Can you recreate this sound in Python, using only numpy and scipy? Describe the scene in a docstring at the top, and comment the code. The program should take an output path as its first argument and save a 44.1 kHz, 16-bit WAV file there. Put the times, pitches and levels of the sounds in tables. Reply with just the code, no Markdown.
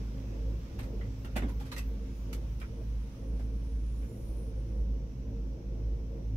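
"""A haul rope shakes a cable-car cabin, heard from inside, gliding over a summer forest.
The rope's vibration is a low hum that throbs twice a second; the shaking rings the shell and panels
into a rumble. Fittings touch with a few light clicks and a knock that die fast in the small cabin.
Outside, air hisses softly and insects buzz faintly in the trees."""
import sys
import numpy as np
from scipy import signal
from scipy.fft import rfft, irfft, next_fast_len
from scipy.io import wavfile
from scipy.ndimage import uniform_filter1d, map_coordinates

SR = 44100
rng = np.random.default_rng(int(sys.argv[2]) if len(sys.argv) > 2 else 0)


def output_pcm(signal):
    """Save a mono or channel-first signal as 16-bit PCM at the path in sys.argv[1].

    Samples are clipped to [-1, 1] before scaling.
    """
    pcm = np.clip(np.atleast_2d(signal).T, -1, 1) * 32767
    wavfile.write(sys.argv[1], SR, np.round(pcm).astype(np.int16))


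N = 280872


def amp(db):
    """Decibels to gain."""
    return 10 ** (np.asarray(db) / 20)


def unit(x):
    """Scale to rms 1."""
    return x / np.sqrt(np.mean(x ** 2) + 1e-20)


def along(points, hz):
    """Interpolate (f/Hz, value) points on a log axis."""
    f, values = np.transpose(points)
    return np.interp(np.log(hz + 1), np.log(f + 1), values)


def curves(rows):
    """One value per sample for each column after t/s."""
    times_s, *columns = np.transpose(rows)
    return [np.interp(np.arange(N) / SR, times_s, column) for column in columns]


def wobble(rate_hz):
    """Smooth random curve, rate_hz knots a second."""
    knots = rng.standard_normal(int(N * rate_hz / SR) + 4)
    return map_coordinates(knots, [np.arange(N) * rate_hz / SR])


def filtered(x, response):
    """Apply the gain response(f/Hz)."""
    size = next_fast_len(N + SR // 2)
    return irfft(rfft(x, size) * response(np.fft.rfftfreq(size, 1 / SR)), size)[..., :N]


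def diffuse(response):
    """Stereo noise of rms 1 arriving from all sides."""
    # left-right likeness in the cabin: f/Hz, correlation
    correlation = [(60, 0.96), (130, 0.98), (290, 0.92), (640, 0.55), (1000, 0.13), (1400, -0.25),
                   (1900, -0.39), (2600, 0.31), (4500, -0.16), (11000, 0.19), (15000, 1)]

    def mid_side_gains(hz):
        angle = np.arccos(np.clip(along(correlation, hz), -1, 1)) / 2
        return response(hz) * np.array([np.cos(angle), np.sin(angle)])
    mid, side = filtered(rng.standard_normal((2, N)), mid_side_gains)
    return unit(np.array([mid + side, mid - side]))


def coloured(points):
    """Diffuse noise with a (f/Hz, level/dB) spectrum."""
    return diffuse(lambda hz: amp(along(points, hz)))


def resonant(modes, skirt):
    """Diffuse noise ringing in modes; a higher skirt narrows and steepens each peak."""
    def response(hz):
        powers = (amp(db) ** 2 / (1 + (2 * (hz - mode_hz) / width_hz) ** 2) ** skirt
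                  for mode_hz, width_hz, db in modes)
        return np.sqrt(sum(powers))
    return diffuse(response)


def band(centre_hz, width_hz):
    """Diffuse noise in one Gaussian band."""
    return diffuse(lambda hz: np.exp(-((hz - centre_hz) / width_hz) ** 2))


def patchy(x, depth_db):
    """Give noise scattered, fast-changing peaks about 100 Hz wide."""
    spectra = signal.stft(x, nperseg=1024)[2]
    field = uniform_filter1d(rng.standard_normal(spectra.shape[1:]), size=3, axis=0)
    field = unit(uniform_filter1d(field, size=6, axis=1))
    return unit(signal.istft(spectra * amp(depth_db * field), nperseg=1024)[1][:, :N])


def pan(x, left_db):
    """Set the left level relative to the right."""
    return x * amp([[left_db / 2], [-left_db / 2]])


def throb_angle(lead_s=0, rate_hz=2.045, crest_s=0.478):
    """Phase/rad of the rope's throb; its cosine peaks lead_s before each crest."""
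    return 2 * np.pi * rate_hz * (np.arange(N) / SR - crest_s + lead_s)


def overtone(phase, order, flutter_db, drift_rad):
    """One harmonic, unsteady in level and phase."""
    return unit(amp(flutter_db * wobble(13)) * np.sin(order * phase + drift_rad * wobble(8)))


def air():
    """Air rushes softly around the cabin, slowly easing."""
    # strength of the rush: t/s, level/dB
    levels = [(0, -61), (2.6, -63), (5.5, -67), (6.37, -67)]
    # its spectrum: f/Hz, level/dB
    spectrum = [(410, -27), (700, -11), (919, -7), (993, -7), (1410, -9.5), (1730, -10.5), (2430, -11),
                (4300, -16), (5790, -14.5), (7700, -25), (10400, -28.5), (12100, -25.5), (15500, -30.5)]
    air_db, = curves(levels)
    return amp(air_db + 0.49 * wobble(11)) * patchy(coloured(spectrum), depth_db=1.36)


def insects():
    """A steady far chorus, a buzz that swells as the cabin passes, a thin whine and shrill calls."""
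    # buzz in the trees: t/s, level/dB
    buzz_levels = [(0, -105), (2.0, -81), (2.7, -80), (3.5, -79), (3.9, -73), (4.43, -69.5), (4.55, -78),
                   (4.85, -83), (5.0, -99), (6.37, -89)]
    # pitch of the whine: t/s, f/Hz
    whine_pitch = [(0, 12345), (2.2, 12350), (3.3, 12520), (4.0, 12350), (6.37, 12310)]
    # short calls: start/s, end/s, f/Hz, width/Hz, level/dB
    shrills = [(1.05, 1.25, 7460, 500, -78), (1.997, 2.35, 6900, 300, -77), (3.78, 4.3, 7110, 230, -76.5),
               (3.897, 4.52, 11300, 3600, -72.5)]
    buzz_db, whine_hz = curves(buzz_levels) + curves(whine_pitch)
    t = np.arange(N) / SR
    chorus = amp(-75) * band(5710, 650)
    buzz = amp(buzz_db + 1.8 * wobble(24.638)) * band(9520, 540)
    whine_db = -93.0 + 1.2 * wobble(16)
    whine_phase = 2 * np.pi * np.cumsum(whine_hz + 18 * wobble(220)) / SR
    whine = amp(whine_db) * unit(np.sin(whine_phase))
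    calls = np.zeros((2, N))
    for start_s, end_s, hz, width_hz, db in shrills:
        progress = np.clip((t - start_s) / (end_s - start_s), 0, 1)
        calls += amp(db) * np.sqrt(np.abs(np.sin(np.pi * progress))) * band(hz, width_hz)
    return chorus + buzz + whine + calls


def chirps(count=10, first_s=0.25, period_s=0.325, width_s=0.063, nearest_s=1.8, fade_db_per_s=8):
    """One insect chirps in the highest treble, loudest as the cabin passes it."""
    t = np.arange(N) / SR
    train = sum(np.exp(-((t - first_s - k * period_s) / width_s) ** 2) for k in range(count))
    level_db = -72 - fade_db_per_s * np.abs(t - nearest_s)
    return amp(level_db) * train * band(14400, 1900)


def fittings(click_t60_s=0.17, rattle_db=0.5):
    """Each contact clicks, knocks, snaps and rings its part; the cabin's reflections die quickly."""
    # contacts, relative levels: t/s, click/dB, knock/dB, snap/dB, attack/s (long = scuff), f/Hz, ring/dB
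    contacts = [(0.788, -46.5, -46.5, -53.5, 0.0023, 845, -51), (.825, -56.5, -59, -55, 0.013, 1330, -58),
                (1.01, -54.5, -72, -82, 0.0011, 1990, -53.5), (1.246, -48, -50, -58.5, .001, 1390, -59),
                (1.356, -44, -43, -55, .002, 760, -46), (1.362, -36.5, -36.5, -45.5, 0.0018, 607, -42.5),
                (1.42, -48, -39, -80, 0.0024, 1160, -55), (1.431, -69, -47, -84, 0.0015, 271, -32.5),
                (1.48, -53, -43, -53.5, 0.016, 990, -50), (1.596, -46, -48, -52, 0.014, 830, -51),
                (1.652, -51, -68, -53, 0.019, 1150, -61), (1.715, -42, -66, -46.5, 0.0043, 4070, -47),
                (1.763, -48.5, -59, -51.5, .002, 1970, -46), (1.778, -53, -67, -46.5, 0.002, 2610, -50),
                (2.328, -50, -56, -47, 0.00089, 2900, -60), (2.596, -57, -70, -54.5, 0.0067, 2010, -68),
                (2.614, -47.5, -68, -82, 0.00053, 1310, -53), (2.804, -70, -56, -85, 0.0044, 598, -55),
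                (3.221, -69, -53, -85, .001, 520, -50), (3.391, -58, -43.5, -63, .005, 2280, -69),
                (4.021, -57, -58, -82, 0.011, 2430, -68)]
    # spectra of the mid click, low knock and bright snap: f/Hz, level/dB
    click_spectrum = [(300, 4), (700, -2.5), (1200, 4.5), (2000, 3.5), (3500, -5.5), (5000, -25),
                      (8000, -25), (15000, -62)]
    knock_spectrum = [(50, -24), (110, -13), (240, 3), (330, -8.5), (500, -10), (800, -15.5), (2000, -53)]
    snap_spectrum = [(1000, -20), (3000, 2), (4500, 6.5), (8000, -0.5), (12500, -0.5), (15500, -11)]
    t = np.arange(N) / SR
    click_env, knock_env, snap_env = np.zeros((3, N))
    rings = np.zeros((2, N))
    for start_s, click_db, knock_db, snap_db, attack_s, ring_hz, ring_db in contacts:
        age_s = np.maximum(t - start_s, 0)
        rise = 1 - np.exp(-age_s / attack_s)
        fall_db = -60 * age_s / click_t60_s
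        click_env += rise * amp(click_db + fall_db)
        knock_env += rise * amp(knock_db + 0.9 * fall_db)
        snap_env += rise * amp(snap_db + 1.24 * fall_db)  # treble dies first
        rings += rise * amp(ring_db + 0.93 * fall_db) * band(ring_hz, width_hz=25 + 0.057 * ring_hz)
    rattle = unit(amp(rattle_db * wobble(400)))  # parts chatter as they touch
    grit = unit(amp(1.6 * wobble(1500)))  # their edges catch
    clicks = click_env * patchy(coloured(click_spectrum), depth_db=3.5)
    snaps = snap_env * grit * patchy(coloured(snap_spectrum), depth_db=4)
    knocks = knock_env * coloured(knock_spectrum)
    return rings + knocks + rattle * (clicks + snaps)


def shell():
    """Random shaking rings the shell's low modes and the panels; both swell with the rope's throb."""
    # shaking of the wall panels: t/s, level/dB
    shake = [(0.0, -54.5), (0.4, -50), (0.62, -54.3), (1.0, -50.5), (1.12, -54), (1.9, -55.5), (2.3, -52),
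             (2.55, -57), (2.8, -51.5), (3.02, -61), (3.3, -51.5), (3.8, -59), (4.0, -53), (4.7, -51),
             (5.1, -54), (5.35, -55), (5.55, -51.3), (6.37, -53.5)]
    # shell and panel resonances: f/Hz, nominal width/Hz, level/dB
    boom_modes = [(38.2, 15, 4), (64.9, 8.1, 10.5), (114, 11.3, 2.5), (130.3, 12.6, 3), (165, 12, -1),
                  (196.6, 17.5, 0), (213.8, 10, -1.5), (252.7, 32.6, -6)]
    panel_modes = [(312, 22, -1), (342.3, 36, 0.5), (380, 12, -7.5), (438, 18, -1.5), (458, 18.6, 3),
                   (525.3, 43, -2.5), (605, 75, -13), (648, 59, -17), (803, 63, -22), (918, 72, -19.5)]
    shake_db, = curves(shake)
    boom_db = -43 + 0.27 * (shake_db - shake_db.mean()) + 0.5 * np.cos(throb_angle())
    panel_db = shake_db + np.cos(throb_angle(lead_s=0.067)) + 1.7 * wobble(14)
    boom = amp(boom_db) * resonant(boom_modes, skirt=1.42)
    panels = amp(panel_db) * resonant(panel_modes, skirt=1.126)
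    return boom + panels


def rope(flutter_db=1.8, dip_sharpness=1.07):
    """The haul rope's hum beats with round crests and sharp dips; its overtones flutter and drift."""
    # rope vibration: t/s, f/Hz, level/dB, throb depth (0-1)
    vibration = [(0.0, 52.96, -38.4, 0.2), (0.42, 53.2, -36, 0.3), (0.72, 53.05, -40, 0.53),
                 (1.2, 53.1, -36.5, 0.47), (1.7, 53.08, -37.5, 0.54), (2.3, 53.12, -36, 0.06),
                 (2.7, 53.5, -38.5, 0.4), (3.19, 54.2, -39, 0.94), (3.55, 54.27, -35.5, 0.3),
                 (4.0, 54.47, -35, 0.4), (4.22, 54.34, -42, 0.53), (4.6, 53.38, -33.5, 0.02),
                 (4.92, 53.43, -35.5, 0.77), (5.15, 53.07, -40, 0.51), (5.85, 53.05, -36.5, 0.62),
                 (6.37, 53.9, -35, 0.28)]
    # harmonics 2 and 5: t/s, level/dB
    second_levels = [(0, -45.5), (0.6, -43.5), (0.85, -46.5), (1.25, -45), (1.8, -55.5), (2.5, -49),
                     (4.7, -50.5), (5.5, -55), (6.37, -41)]
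    fifth_levels = [(0.0, -49), (0.65, -57.5), (1.1, -52), (2.3, -55.5), (2.6, -66.5), (3.3, -52.7),
                    (3.9, -54.9), (4.15, -63), (4.85, -66.5), (5.3, -51), (5.6, -61), (6.37, -55)]
    pitch_hz, level_db, depth = curves(vibration)
    second_db, fifth_db = curves(second_levels) + curves(fifth_levels)
    phase = 2 * np.pi * np.cumsum(pitch_hz) / SR
    throb = np.abs(1 + depth * np.exp(1j * throb_angle())) ** dip_sharpness
    hum_env = amp(level_db + flutter_db * wobble(13)) * throb
    hum = hum_env * unit(np.sin(phase + 0.19 * wobble(9.5)))
    second = amp(second_db) * overtone(phase, order=2, flutter_db=4.0, drift_rad=0.43)
    fifth = amp(fifth_db) * overtone(phase, order=5, flutter_db=2.5, drift_rad=0.54)
    return hum + second + fifth


def scene():
    """The cabin's own sounds and the forest outside, all slightly to the right."""
    cabin = pan(rope(), left_db=-1.1) + pan(shell(), left_db=-0.36)
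    cabin += pan(amp(2.0) * fittings(), left_db=-2.0)
    outside = pan(air() + insects() + chirps(), left_db=-2.0)
    return cabin + outside


def record(dry):
    """Roll off the deepest bass and cut the highest treble."""
    low_hz, top_hz = 19, 15720
    return filtered(dry, lambda hz: (hz < top_hz) * (1 - np.exp(-(hz / low_hz) ** 4)))


dry = scene()
out = record(dry)
output_pcm(out)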